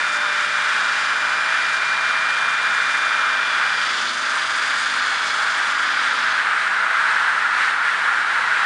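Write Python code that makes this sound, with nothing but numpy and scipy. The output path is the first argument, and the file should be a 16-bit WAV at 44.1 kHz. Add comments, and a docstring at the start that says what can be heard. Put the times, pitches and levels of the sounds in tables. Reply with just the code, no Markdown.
"""A broad whoosh with a buzzing whine: a large 48-tooth saw blade is cutting through a wooden beam.
The spinning teeth whip up the air and whine as they strike the wood. Being uneven, they repeat a buzzing
pattern on every turn. Near 4 s the cut gets heavier, the beam growls and splinters fly. Near 6.4 s the
blade comes out and whooshes on in free air. Motors hum and the workshop rumbles underneath."""
import sys
import numpy as np
from scipy import signal
from scipy.fft import rfft, irfft, next_fast_len
from scipy.io import wavfile
from scipy.ndimage import map_coordinates

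SR = 44100
rng = np.random.default_rng(int(sys.argv[2]) if len(sys.argv) > 2 else 0)


def persist_wave(psi):
    """Save psi, clipped to +-1, as 16-bit WAV."""
    counts = np.round(np.clip(psi, -1, 1) * 32767).astype(np.int16)
    wavfile.write(sys.argv[1], SR, np.atleast_2d(counts).T)


N = 381465
TIME = np.arange(N) / SR
TEETH = 48
HEAVY_FROM_S, HEAVY_RISE_S = 3.82, .12   # the light cut turns heavy
EXIT_S, EXIT_FADE_S = 6.38, .07   # the blade leaves the beam

# Blade speed, sagging under load: time_s, turns_per_s
BLADE_SPEED = [(0, 24.885), (1.5, 24.915), (3.4, 24.921), (4.05, 24.864), (5.7, 24.866), (6.6, 24.9)]
# Air whipped by the teeth: time_s, level_db
WHOOSH_LEVEL = [(0, -20.5), (3.5, -19.5), (4.1, -23.5), (4.6, -21), (5.0, -21.5), (5.6, -21), (6.0, -20),
                (6.5, -19), (7.5, -18.5), (8, -19), (8.65, -18.6)]
# The whoosh's mix of low and high sound: pitch_hz, relative_db
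WHOOSH_COLOUR = [(290, -54.5), (500, -30), (559, -30.5), (610, -29.5), (633, -24), (699, -25), (811, -16.5),
                 (1180, -9.5), (1380, -2.5), (1600, -3.5), (1860, -8.5), (2840, -21), (3920, -24),
                 (6050, -35), (9700, -40), (12600, -70.5), (21300, -120)]
# Teeth scraping the wood: time_s, level_db, treble_boost_db
BUZZ_LEVEL = [(0, -33, 5), (.5, -33, 2.5), (1, -31, 1), (1.5, -32.5, 1.5), (2.5, -33.5, 2), (2.9, -33.5, 5),
              (3.65, -32.5, -3), (3.8, -29, 0), (4, -26.5, -1), (4.2, -30, 3.5), (5.1, -29.5, 3.5),
              (5.7, -31.5, 3.5), (5.9, -31, -1.5), (6.15, -32.5, 0), (6.38, -34, -7)]
# How blade and beam colour that scraping: pitch_hz, relative_db
BUZZ_COLOUR = [(1200, -30), (2000, -9), (2600, -4), (3500, 1.5), (4100, -6.5), (4800, -3), (5600, -10.5),
               (7200, -12), (7800, -18), (9900, -20.5)]
# Whine at 1 to 8 times the rate of tooth strikes: light_cut_db, heavy_cut_db
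WHINE_LEVELS = [(-46.5, -36.5), (-32.5, -43.5), (-47.5, -54), (-50.5, -48), (-59, -63), (-60, -61),
                (-63, -63), (-58, -67)]
# Tones of the shaking beam and frame: cycles_per_turn
THRUM_MULTIPLES = (3, 4, 5, 6, 10, 12, 14, 18, 20, 22, 24)
# Strength of each of those tones: light_cut_db, heavy_cut_db
THRUM_LEVELS = [(-80, -67), (-73, -70), (-68, -67), (-59.5, -66), (-61, -57), (-67, -60.5), (-76, -77),
                (-57.5, -60), (-68.5, -70), (-55, -61), (-52, -52.5)]
# High ringing tones at multiples of the turning rate, left out of the scraping buzz: cycles_per_turn
RING_MULTIPLES = (90, 91, 135, 139, 146, 147, 148, 150, 164, 170, 207)
# Strength of each of those tones: light_cut_db, heavy_cut_peak_db
RING_LEVELS = [(-51, -39.5), (-54, -45), (-57.5, -49), (-55, -48), (-65, -45.5), (-63.5, -52), (-60, -55.5),
               (-60, -56), (-59.5, -47.5), (-62, -44), (-55, -56)]
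# Tones swell where the blade's place in the beam makes them ring:
# peak_time_s, length_s, cycles_per_turn, peak_db
TONE_SWELLS = [(.15, 1.0, 144, -37), (.45, 1.1, 24, -43.5), (.5, .8, 90, -44), (.75, .7, 150, -43),
               (1.7, .6, 150, -47), (.6, .4, 48, -40), (.75, .6, 336, -53), (.9, 1.4, 288, -50),
               (1.5, 1.2, 207, -52), (1.7, 1.0, 139, -49), (2.0, 1.8, 96, -32), (2.4, .4, 48, -41),
               (3.0, 1.7, 144, -38.5), (3.4, 1.1, 48, -39), (3.45, .7, 135, -42), (3.4, .8, 139, -48),
               (3.75, .7, 192, -44), (4.0, .4, 3, -65), (4.0, .4, 12, -54), (4.2, .5, 139, -46),
               (4.7, .8, 192, -44), (4.85, .9, 144, -42), (5.0, .9, 135, -43), (6.0, .5, 96, -41),
               (6.0, .4, 144, -43), (6.0, .4, 192, -46), (6.25, .4, 139, -43), (6.25, .35, 207, -50),
               (6.5, .45, 48, -38)]
# Bursts of splinters: peak_time_s, peak_db, pitch_hz, length_s
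SPLINTER_BURSTS = [(3.968, -34, 3900, .08), (4.092, -29, 4000, 0.034), (4.363, -40, 7800, .04),
                   (4.57, -40, 7800, .03), (4.798, -39, 7500, .04), (4.97, -43, 7800, .03),
                   (5.29, -34, 4400, 0.11), (5.58, -42, 7800, .03), (6.05, -44, 7800, .04)]
# Strength of each tone in the beam's growl: time_s, level_db
GROWL_LEVEL = [(3.7, -80), (3.88, -60), (4.15, -59), (4.35, -75), (4.6, -90)]
# The motor that spins the blade: time_s, level_db
SPINDLE_LEVEL = [(0, -62), (.6, -55), (1.2, -50), (1.5, -46), (2.4, -46), (3, -50), (3.3, -47), (3.9, -54),
                 (4.4, -47), (5.1, -56), (5.5, -49), (6, -58), (6.3, -48), (7.2, -48), (7.6, -57),
                 (8.65, -60)]
# The feed motor, speeding up as it pulls the saw away: time_s, pitch_hz, level_db
FEED_MOTOR = [(7.1, 80, -85), (7.18, 85, -62), (7.4, 92, -65), (8.1, 98, -68), (8.4, 103, -63),
              (8.65, 125, -61)]
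# Steady motor hum: pitch_hz, level_db
HUM_TONES = [(199.4, -60), (299.6, -61)]
# The workshop's rumble: pitch_hz, relative_db
RUMBLE_COLOUR = [(15, -63.5), (25, -32.5), (98, -20.5), (167, -17), (193, -13.5), (254, -13), (290, -12.5),
                 (607, -8), (800, -9.5), (1040, -42), (1760, -120)]


def whoosh():
    """Air swirls off the gaps between the teeth: noise whose low and high parts gust separately."""
    level_db, = in_time(WHOOSH_LEVEL)
    air = coloured(rng.standard_normal(N), WHOOSH_COLOUR)
    low = signal.sosfiltfilt(signal.butter(2, 1500, fs=SR, output="sos"), air)
    low_gust, high_gust = [from_db(.8 * drift(8) + .5 * drift(16)) for _ in range(2)]
    return from_db(level_db) * (low_gust * low + high_gust * (air - low))


def rim_scrape(turns, renew_turns=8.0, uneven_db=2.2, steps=1024):
    """Each spot on the rim scrapes alike on every turn; the pattern changes as the cut moves on."""
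    spectra = rfft(rng.standard_normal((40, steps)))   # 40 patterns, each one turn long
    # The blade rings more readily at some pitches than at others.
    spectra *= from_db(uneven_db * rng.standard_normal(steps // 2 + 1))
    # Leave gaps for the tooth whine and the high ringing tones.
    spectra[:, ::TEETH] = 0
    spectra[:, list(RING_MULTIPLES)] = 0
    patterns = irfft(spectra, steps)
    patterns = np.concatenate([patterns, patterns[:, :4]], axis=1)   # close the circle
    age = turns / renew_turns
    row, blend = age.astype(int), age % 1 * np.pi / 2
    rim_spot = turns % 1 * steps
    older = map_coordinates(patterns, [row, rim_spot], order=1)
    newer = map_coordinates(patterns, [row + 1, rim_spot], order=1)
    return rms_one(np.cos(blend) * older + np.sin(blend) * newer)


def cutting_buzz(turns):
    """The teeth scrape out a repeating buzz while flying chips add a hiss."""
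    level_db, treble_db = in_time(BUZZ_LEVEL)
    scrape = rim_scrape(turns)
    chip_gain = from_db(by_load(-.5, 2.5))
    chips = chip_gain * rng.standard_normal(N)
    mix = (scrape + chips) / np.sqrt(1 + chip_gain ** 2)
    # The blade runs slightly off true, so part of the rim bites harder.
    angle = 2 * np.pi * turns
    wobble_db = 1.4 * (np.sin(angle) + .54 * np.sin(2 * angle + 1) + .5 * np.sin(4 * angle + 2))
    buzz = coloured(from_db(wobble_db) * mix, BUZZ_COLOUR)
    # The treble flutters with the grain of the wood.
    treble = signal.sosfilt(signal.butter(2, 5500, "high", fs=SR, output="sos"), buzz)
    flutter_db = .9 * drift(16) + 1.1 * drift(35)
    buzz += (from_db(treble_db + flutter_db) - 1) * treble
    return from_db(level_db + .6 * drift(20)) * buzz * in_wood()


def tooth_whine(turns):
    """About 1200 teeth hit the wood each second, making a high note with overtones."""
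    return sum(cut_tone(turns, k * TEETH, db, waver_db=.8) for k, db in enumerate(WHINE_LEVELS, 1))


def high_ringing(turns):
    """High tones ring at multiples of the turning rate while the blade is in the wood."""
    # In the heavy cut they are strongest midway and up to 8 dB weaker towards the ends.
    gain = from_db(by_load(0, -8) * (1 - bump(peak_s=5.15, length_s=2.0) ** 2))
    return sum(cut_tone(turns, k, db, waver_db=2.0, gain=gain)
               for k, db in zip(RING_MULTIPLES, RING_LEVELS))


def splinters(width_octaves=.56):
    """Wood splinters off in short bursts of high hiss."""
    out, noise = np.zeros(N), rng.standard_normal(N)
    for peak_s, peak_db, pitch_hz, length_s in SPLINTER_BURSTS:
        edges_hz = pitch_hz * 2 ** (np.array([-.5, .5]) * width_octaves)
        hiss = signal.sosfilt(signal.butter(2, edges_hz, "band", fs=SR, output="sos"), noise)
        out += from_db(peak_db) * rms_one(hiss) * bump(peak_s, length_s)
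    return out


def frame_thrum(turns):
    """The blade shakes the beam and frame, making low tones in step with its turning."""
    return sum(cut_tone(turns, k, db, waver_db=2.0) for k, db in zip(THRUM_MULTIPLES, THRUM_LEVELS))


def beam_growl(turns):
    """The beam growls with eight close, low tones as the load on the blade jumps."""
    level_db, = in_time(GROWL_LEVEL)
    return sum(tone(k * turns, level_db, waver_db=2.5) for k in range(9, 17))


def motors(turns):
    """The blade's motor sings over a steady hum; near the end the feed motor rises in pitch."""
    spindle_db, = in_time(SPINDLE_LEVEL)
    spindle = tone(26 * turns, spindle_db, waver_db=.4)
    hum = sum(tone(hz * TIME, db, waver_db=1.2) for hz, db in HUM_TONES)
    feed_hz, feed_db = in_time(FEED_MOTOR)
    feed = tone(np.cumsum(feed_hz) / SR, feed_db, waver_db=1.0)
    return spindle + hum + feed


def workshop_rumble(level_db=-45.5):
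    """Soft, dull noise fills the workshop."""
    return from_db(level_db) * coloured(rng.standard_normal(N), RUMBLE_COLOUR)


def cut_tone(turns, multiple, levels_db, waver_db, gain=1):
    """A tone at a multiple of the turning rate: it follows the load, with any swells added on top."""
    strength = from_db(by_load(*levels_db)) * in_wood() * gain
    for peak_s, length_s, swell_multiple, peak_db in TONE_SWELLS:
        if swell_multiple == multiple:
            strength = np.hypot(strength, from_db(peak_db) * bump(peak_s, length_s))
    return strength * tone(multiple * turns, 0, waver_db)


def tone(cycles, level_db, waver_db):
    """A pure tone whose strength and timing wander a little."""
    phase = 2 * np.pi * (cycles + rng.random()) + .1 * drift(6)
    return np.sqrt(2) * from_db(level_db + waver_db * drift(4)) * np.sin(phase)


def by_load(light, heavy):
    """Slide from one value to the other as the cut turns heavy."""
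    return np.interp(TIME, [HEAVY_FROM_S, HEAVY_FROM_S + HEAVY_RISE_S], [light, heavy])


def in_wood():
    """1 while the teeth are in the beam, falling to 0 as they leave it."""
    return np.interp(TIME, [EXIT_S, EXIT_S + EXIT_FADE_S], [1, 0])


def bump(peak_s, length_s):
    """A bell-shaped swell of height 1."""
    return np.exp(-((TIME - peak_s) / (length_s / 2)) ** 2)


def drift(points_per_s):
    """A wandering value, typically about 1 in size: random points joined by straight lines."""
    position = TIME * points_per_s
    points = rng.standard_normal(int(position[-1]) + 2)
    return np.interp(position, np.arange(len(points)), points) * np.sqrt(3 / 2)


def coloured(sound, colour):
    """Turn each pitch up or down as a colour table says, then set the average strength to 1."""
    hz, db = np.transpose(colour)
    size = next_fast_len(N)
    log_hz = np.log(np.maximum(np.arange(size // 2 + 1) * SR / size, 1))
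    gain = from_db(np.interp(log_hz, np.log(hz), db, left=-90))
    return rms_one(irfft(rfft(sound, size) * gain, size)[:N])


def in_time(rows):
    """Turn each column after time_s into a curve with one value per sample."""
    time_s, *columns = np.transpose(rows)
    return [np.interp(TIME, time_s, column) for column in columns]


def rms_one(sound):
    """Scale a sound to an average strength (rms) of 1."""
    return sound / np.sqrt(np.mean(sound ** 2) + 1e-20)


def from_db(db):
    """Turn decibels into a number to multiply by."""
    return 10 ** (np.asarray(db) / 20)


def scene():
    """The saw, the wood, the motors and the workshop together in one channel."""
    turns = np.cumsum(in_time(BLADE_SPEED)[0]) / SR   # blade turns so far
    noises = whoosh() + cutting_buzz(turns) + splinters()
    tones = tooth_whine(turns) + frame_thrum(turns) + high_ringing(turns) + beam_growl(turns)
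    return (noises + tones + motors(turns) + workshop_rumble())[None]


def record(dry, cutoff_hz=9950):
    """Cut away the highest treble steeply."""
    return signal.sosfilt(signal.ellip(14, .3, 75, cutoff_hz, fs=SR, output="sos"), dry)


dry = scene()
out = record(dry)
persist_wave(out)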